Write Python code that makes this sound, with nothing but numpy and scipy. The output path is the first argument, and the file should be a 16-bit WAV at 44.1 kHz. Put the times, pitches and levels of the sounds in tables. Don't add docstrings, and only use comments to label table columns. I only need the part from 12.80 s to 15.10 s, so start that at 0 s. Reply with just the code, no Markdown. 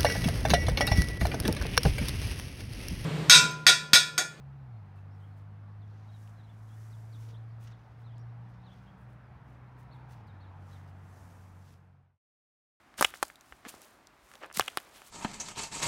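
import sys
import numpy as np
from scipy import signal
from scipy.fft import rfft, irfft
from scipy.io import wavfile

SR = 44100
rng = np.random.default_rng(int(sys.argv[2]) if len(sys.argv) > 2 else 0)


def bounce(signal):
    frames = np.transpose(np.atleast_2d(signal))
    limited = np.clip(frames, -1, 1)
    pcm = np.round(limited * 32767).astype(np.int16)
    wavfile.write(sys.argv[1], SR, pcm)


N = 101429
TIME = np.arange(N) / SR
HIT_TIME = TIME[:4096]
GROUND_DELAY_S, SMALL_ECHO_DB = 0.00238, -13.5


# pitch_ratio, gain_db, t60_s
CLACK_MODES = [(.74, -10.5, 0.0027), (1, 6, 0.004), (1.33, -6.5, 0.0048)]
# start_s, clack_db, pitch_hz, thud_db, thud_hz, crack_db, crack_t60_s
BLOWS = [(0.2106, -11, 1050, -10.5, 270, -7, 0.0019), (0.2138, -12.5, 1100, -40, 483, -25, .006),
         (.2254, -6, 1250, -22, 370, -19, .014), (0.4279, -10, 1110, -22, 407, -20.5, 0.015),
         (1.7725, -32, 1220, -25.5, 222, -21, .007), (1.7963, -6, 1180, -11.5, 525, -15, 0.0071),
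         (1.9728, -12, 1265, -24, 306, -16.5, 0.0034)]

def tip_blows():
    out = np.zeros(N)
    for start_s, clack_db, pitch_hz, thud_db, thud_hz, crack_db, crack_t60_s in BLOWS:
        clack = from_db(clack_db) * ring(CLACK_MODES, pitch_hz)
        thud = from_db(thud_db) * np.sin(2 * np.pi * thud_hz * HIT_TIME) * decay(HIT_TIME, t60_s=0.005)
        hit = clack - thud + from_db(crack_db) * grit_crack(crack_t60_s)
        add(out, start_s, hit + scatter(hit, level_db=-13))
    return ground_bounce(butter(out, 160, "high"), echo_db=-17.5)


# freq_hz, gain_db
CRACK_EQ = [(300, -6), (2000, -1), (5000, 3.5), (8500, 2), (12000, -2.5), (16000, -17.5)]

def grit_crack(t60_s):
    attack = np.minimum(HIT_TIME / 0.000086, 1)
    return equalise(rng.standard_normal(len(HIT_TIME)), CRACK_EQ) * decay(HIT_TIME, t60_s) * attack


# pitch_ratio, gain_db, t60_s
KNOCK_MODES = [(.3, -19.5, 0.0013), (0.561, -4.5, 0.0041), (.82, -1.5, 0.0032), (1.001, 3, .004),
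               (1.139, -8.5, 0.0073)]
# start_s, level_db, pitch_hz, relative_grit_db
KNOCKS = [(.2459, -6, 2930, -10), (1.8074, -15, 2910, -15), (1.8795, -18.5, 2770, -17.5),
          (1.9815, -28.5, 3100, -17)]

def stick_knocks():
    return ground_bounce(light_hits(KNOCKS, KNOCK_MODES, band_hz=(448, 3270)), echo_db=4)


# freq_hz, gain_db
CRUNCH_EQ = [(200, -15), (1000, -6), (3000, 2.5), (6000, 2.5), (9500, 2.5), (13000, -1.5), (16000, -4.5)]
# peak_s, rise_s, fall_s, level_db
CRUNCHES = [(.180, 0.0054, 0.033, -48.5), (.196, 0.021, 0.056, -42), (.223, 0.0071, .025, -34),
            (.255, 0.039, 0.069, -45.5), (.353, 0.026, 0.088, -54), (.450, 0.047, 0.12, -56),
            (.70, 0.13, 0.25, -67), (.892, 0.018, .03, -45.5), (.93, 0.021, 0.26, -60),
            (1.04, 0.045, 0.15, -60), (1.54, 0.19, 0.24, -65.5), (1.746, 0.01, 0.036, -47),
            (1.761, 0.022, 0.028, -45), (1.7725, 0.0075, 0.0087, -35), (1.787, 0.0061, 0.029, -38.5),
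            (1.812, 0.036, 0.21, -52), (1.99, 0.067, 0.34, -61), (2.175, 0.055, 0.13, -58),
            (2.275, 0.052, 0.095, -56.5)]

def spine_crunch():
    return rubbing(CRUNCHES, CRUNCH_EQ, clicks_per_s=3200, spread_db=4)


# start_s, level_db, pitch_hz
SNAPS = [(.198, -22, 4500), (.2372, -31, 6000), (.304, -39, 9800), (.452, -32.5, 4470), (.482, -40, 9000),
         (.557, -33.5, 3770), (.610, -40.5, 6160), (.893, -34.5, 9400), (.950, -37.5, 4270),
         (1.0178, -37.5, 9400), (1.271, -39.5, 5550), (1.554, -32.5, 3870), (1.662, -45.5, 9000),
         (1.727, -38, 7900), (1.8615, -34, 6000), (1.8797, -31.5, 10100), (1.900, -36.5, 7000),
         (2.001, -36.5, 8900)]

def spine_snaps():
    out = np.zeros(N)
    for start_s, level_db, pitch_hz in SNAPS:
        burst = rng.standard_normal(len(HIT_TIME)) * decay(HIT_TIME, t60_s=0.0055)
        band_hz = (pitch_hz / 1.37, pitch_hz * 1.37)
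        add(out, start_s, from_db(level_db) * butter(burst, band_hz, "band", order=1))
    return ground_bounce(out, SMALL_ECHO_DB)


# freq_hz, gain_db
GRATE_EQ = [(100, 3.5), (400, -8.5), (1400, 1), (2200, -2.5), (3300, 0), (4500, -9), (8000, -14.5),
            (16000, -41.5)]
# peak_s, rise_s, fall_s, level_db
GRATES = [(.197, 0.02, 0.01, -39), (.272, 0.014, 0.14, -52), (.893, 0.069, 0.092, -56.5),
          (1.765, 0.018, 0.036, -47.5), (1.83, 0.01, 0.26, -53.5), (2.16, 0.054, 0.2, -58)]

def asphalt_grate():
    return rubbing(GRATES, GRATE_EQ, clicks_per_s=3000, spread_db=2.5)


# pitch_ratio, gain_db, t60_s
TAP_MODES = [(.45, -17.5, 0.0083), (1, 7.5, 0.0026), (1.3, -4.5, 0.0033), (1.85, -8, 0.0059)]
# start_s, level_db, pitch_hz, relative_grit_db
TAPS = [(.141, -41.5, 1550, -16), (.1845, -33.5, 1378, -11), (.3395, -25.5, 1600, -39),
        (.356, -35.5, 1490, -38), (.5005, -31.5, 1700, -23.5), (.7238, -29, 1493, -20),
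        (.851, -29, 1530, -18.5), (.858, -42, 690, -29), (.869, -41, 900, -22), (.9405, -36, 664, -19),
        (1.069, -49.5, 1174, -22), (1.5155, -40, 1510, -5.5), (1.538, -38, 1300, -8),
        (1.624, -37, 1710, -32), (1.635, -25.5, 1430, -48), (1.6445, -27.5, 1310, -40),
        (1.657, -35, 1400, -25), (1.701, -34, 1360, -36), (1.713, -32.5, 1390, -36),
        (1.8238, -27.5, 1580, -30), (1.9755, -39, 1170, -21), (2.002, -38.5, 1470, -22),
        (2.2185, -35, 1220, -13)]

def soft_taps():
    return ground_bounce(light_hits(TAPS, TAP_MODES, band_hz=(400, 3300)), SMALL_ECHO_DB)


# freq_hz, gain_db
SCUFF_EQ = [(100, -13.5), (300, 1), (600, 6), (1600, -0.5), (2800, -7), (5000, -15), (9000, -27),
            (16000, -36)]
# peak_s, rise_s, fall_s, level_db
SCUFFS = [(.193, 0.0089, 0.014, -44.5), (.864, 0.018, 0.028, -46), (.96, 0.098, 0.45, -60.5),
          (1.555, 0.037, 0.063, -59.5), (1.640, 0.04, 0.059, -47), (2.08, 0.6, 0.44, -61.5)]

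def sandal_scuffs():
    return rubbing(SCUFFS, SCUFF_EQ, clicks_per_s=770, spread_db=1.5)


# peak_s, rise_s, fall_s, level_db, pitch_hz
THUMPS = [(.215, .012, 0.042, -52.5, 84.5), (0.196, 0.004, 0.016, -44.5, 233),
          (0.249, 0.038, 0.087, -60, 53.7), (.436, 0.0091, .03, -62, 53), (.722, 0.013, 0.04, -55.5, 56),
          (0.868, 0.0076, 0.0049, -43, 261), (.942, 0.0033, 0.0086, -52, 232), (0.959, 0.019, .03, -64, 86),
          (1.443, 0.029, .035, -64, 49), (1.78, 0.0071, 0.0067, -38.5, 188), (1.792, .02, 0.025, -57, 60),
          (1.810, 0.005, 0.027, -48.5, 117)]

def weight_thumps():
    out = np.zeros(N)
    for peak_s, rise_s, fall_s, level_db, pitch_hz in THUMPS:
        tone = np.sqrt(2) * np.cos(2 * np.pi * pitch_hz * (TIME - peak_s))
        out += swell(peak_s, rise_s, fall_s, level_db) * tone
    return out


# freq_hz, gain_db
AIR_EQ = [(15, -34), (28, -11.5), (52, 0.5), (100, -4), (200, -2.5), (340, -0.5), (480, -10), (660, -1.5),
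          (850, -3.5), (1130, -2.5), (2200, -9), (3000, -15), (6000, -22), (10000, -27.5), (16000, -33)]

def outdoor_air():
    return from_db(-62.5) * equalise(rng.standard_normal(N), AIR_EQ)


def ring(modes, pitch_hz, contact_s=0.00031):
    attack = 1 - np.exp(-HIT_TIME / contact_s)
    return attack * sum(from_db(db) * np.sin(2 * np.pi * pitch_hz * ratio * HIT_TIME)
                        * decay(HIT_TIME, t60_s) for ratio, db, t60_s in modes)


def light_hits(cues, modes, band_hz):
    out = np.zeros(N)
    for start_s, level_db, pitch_hz, grit_db in cues:
        grit = butter(grit_crack(t60_s=0.0063), 7730, "low", order=1)
        wood = butter(ring(modes, pitch_hz), band_hz, "band", order=3)
        hit = from_db(level_db) * (wood + from_db(grit_db) * grit)
        add(out, start_s, hit + scatter(hit, level_db=-14))
    return out


def rubbing(swells, eq, clicks_per_s, spread_db):
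    edges_hz = np.geomspace(200, 17000, 9)
    pitched = sum(butter(grains(clicks_per_s / 2, spread_db), band_hz, "band")
                  for band_hz in zip(edges_hz, edges_hz[1:]))
    crackle = unit_rms(pitched) + from_db(-4) * unit_rms(grains(clicks_per_s, spread_db))
    pressure = np.sqrt(sum(swell(*row) ** 2 for row in swells))
    return pressure * equalise(crackle, eq)


def grains(per_s, spread_db):
    clicks = (rng.random(N) < per_s / SR) * rng.choice([-1, 1], N)
    return clicks * from_db(spread_db * np.minimum(rng.exponential(1, N), 4))


def swell(peak_s, rise_s, fall_s, level_db):
    before = np.maximum((peak_s - TIME) / rise_s, 0)
    after = np.maximum((TIME - peak_s) / fall_s, 0)
    return from_db(level_db - 20 * before ** 2 - 20 * after)


def ground_bounce(x, echo_db):
    return x + from_db(echo_db) * np.interp(TIME - GROUND_DELAY_S, TIME, x, left=0)


def scatter(x, level_db, t60_s=0.021, top_hz=3020):
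    t = TIME[:min(len(x), SR // 2)]
    tail = rng.standard_normal(len(t)) * decay(t, t60_s) * (t > GROUND_DELAY_S)
    dull_tail = butter(tail / np.linalg.norm(tail), top_hz, "low", order=1)
    return from_db(level_db) * signal.fftconvolve(x, dull_tail)[:len(x)]


def equalise(x, eq):
    freq_hz, gain_db = np.transpose(eq)
    bins_hz = np.maximum(np.fft.rfftfreq(len(x), 1 / SR), 1)
    curve = from_db(np.interp(np.log(bins_hz), np.log(freq_hz), gain_db))
    return unit_rms(irfft(rfft(x) * curve, len(x)))


def butter(x, hz, kind, order=2):
    return signal.sosfilt(signal.butter(order, hz, kind, fs=SR, output="sos"), x)


def decay(t, t60_s):
    return np.exp(-np.log(1000) * t / t60_s)


def from_db(db):
    return 10 ** (db / 20)


def unit_rms(x):
    return x / np.sqrt(np.mean(x ** 2) + 1e-20)


def add(out, start_s, sound):
    i = int(start_s * SR)
    out[i:i + len(sound)] += sound[:N - i]


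def scene():
    hits = stick_knocks() + soft_taps() + tip_blows() + spine_snaps()
    near = scatter(hits, level_db=-13)
    far = scatter(hits, level_db=-29, t60_s=0.24, top_hz=4000)
    husk = spine_crunch() + asphalt_grate()
    feet = sandal_scuffs() + weight_thumps()
    return (hits + near + far + husk + feet + outdoor_air())[None]


def record(dry, low_cut_hz=28, high_cut_hz=16200):
    thinned = butter(dry, low_cut_hz, "high")
    return signal.sosfilt(signal.ellip(10, 0.1, 80, high_cut_hz, fs=SR, output="sos"), thinned)


dry = scene()
out = record(dry)
bounce(out)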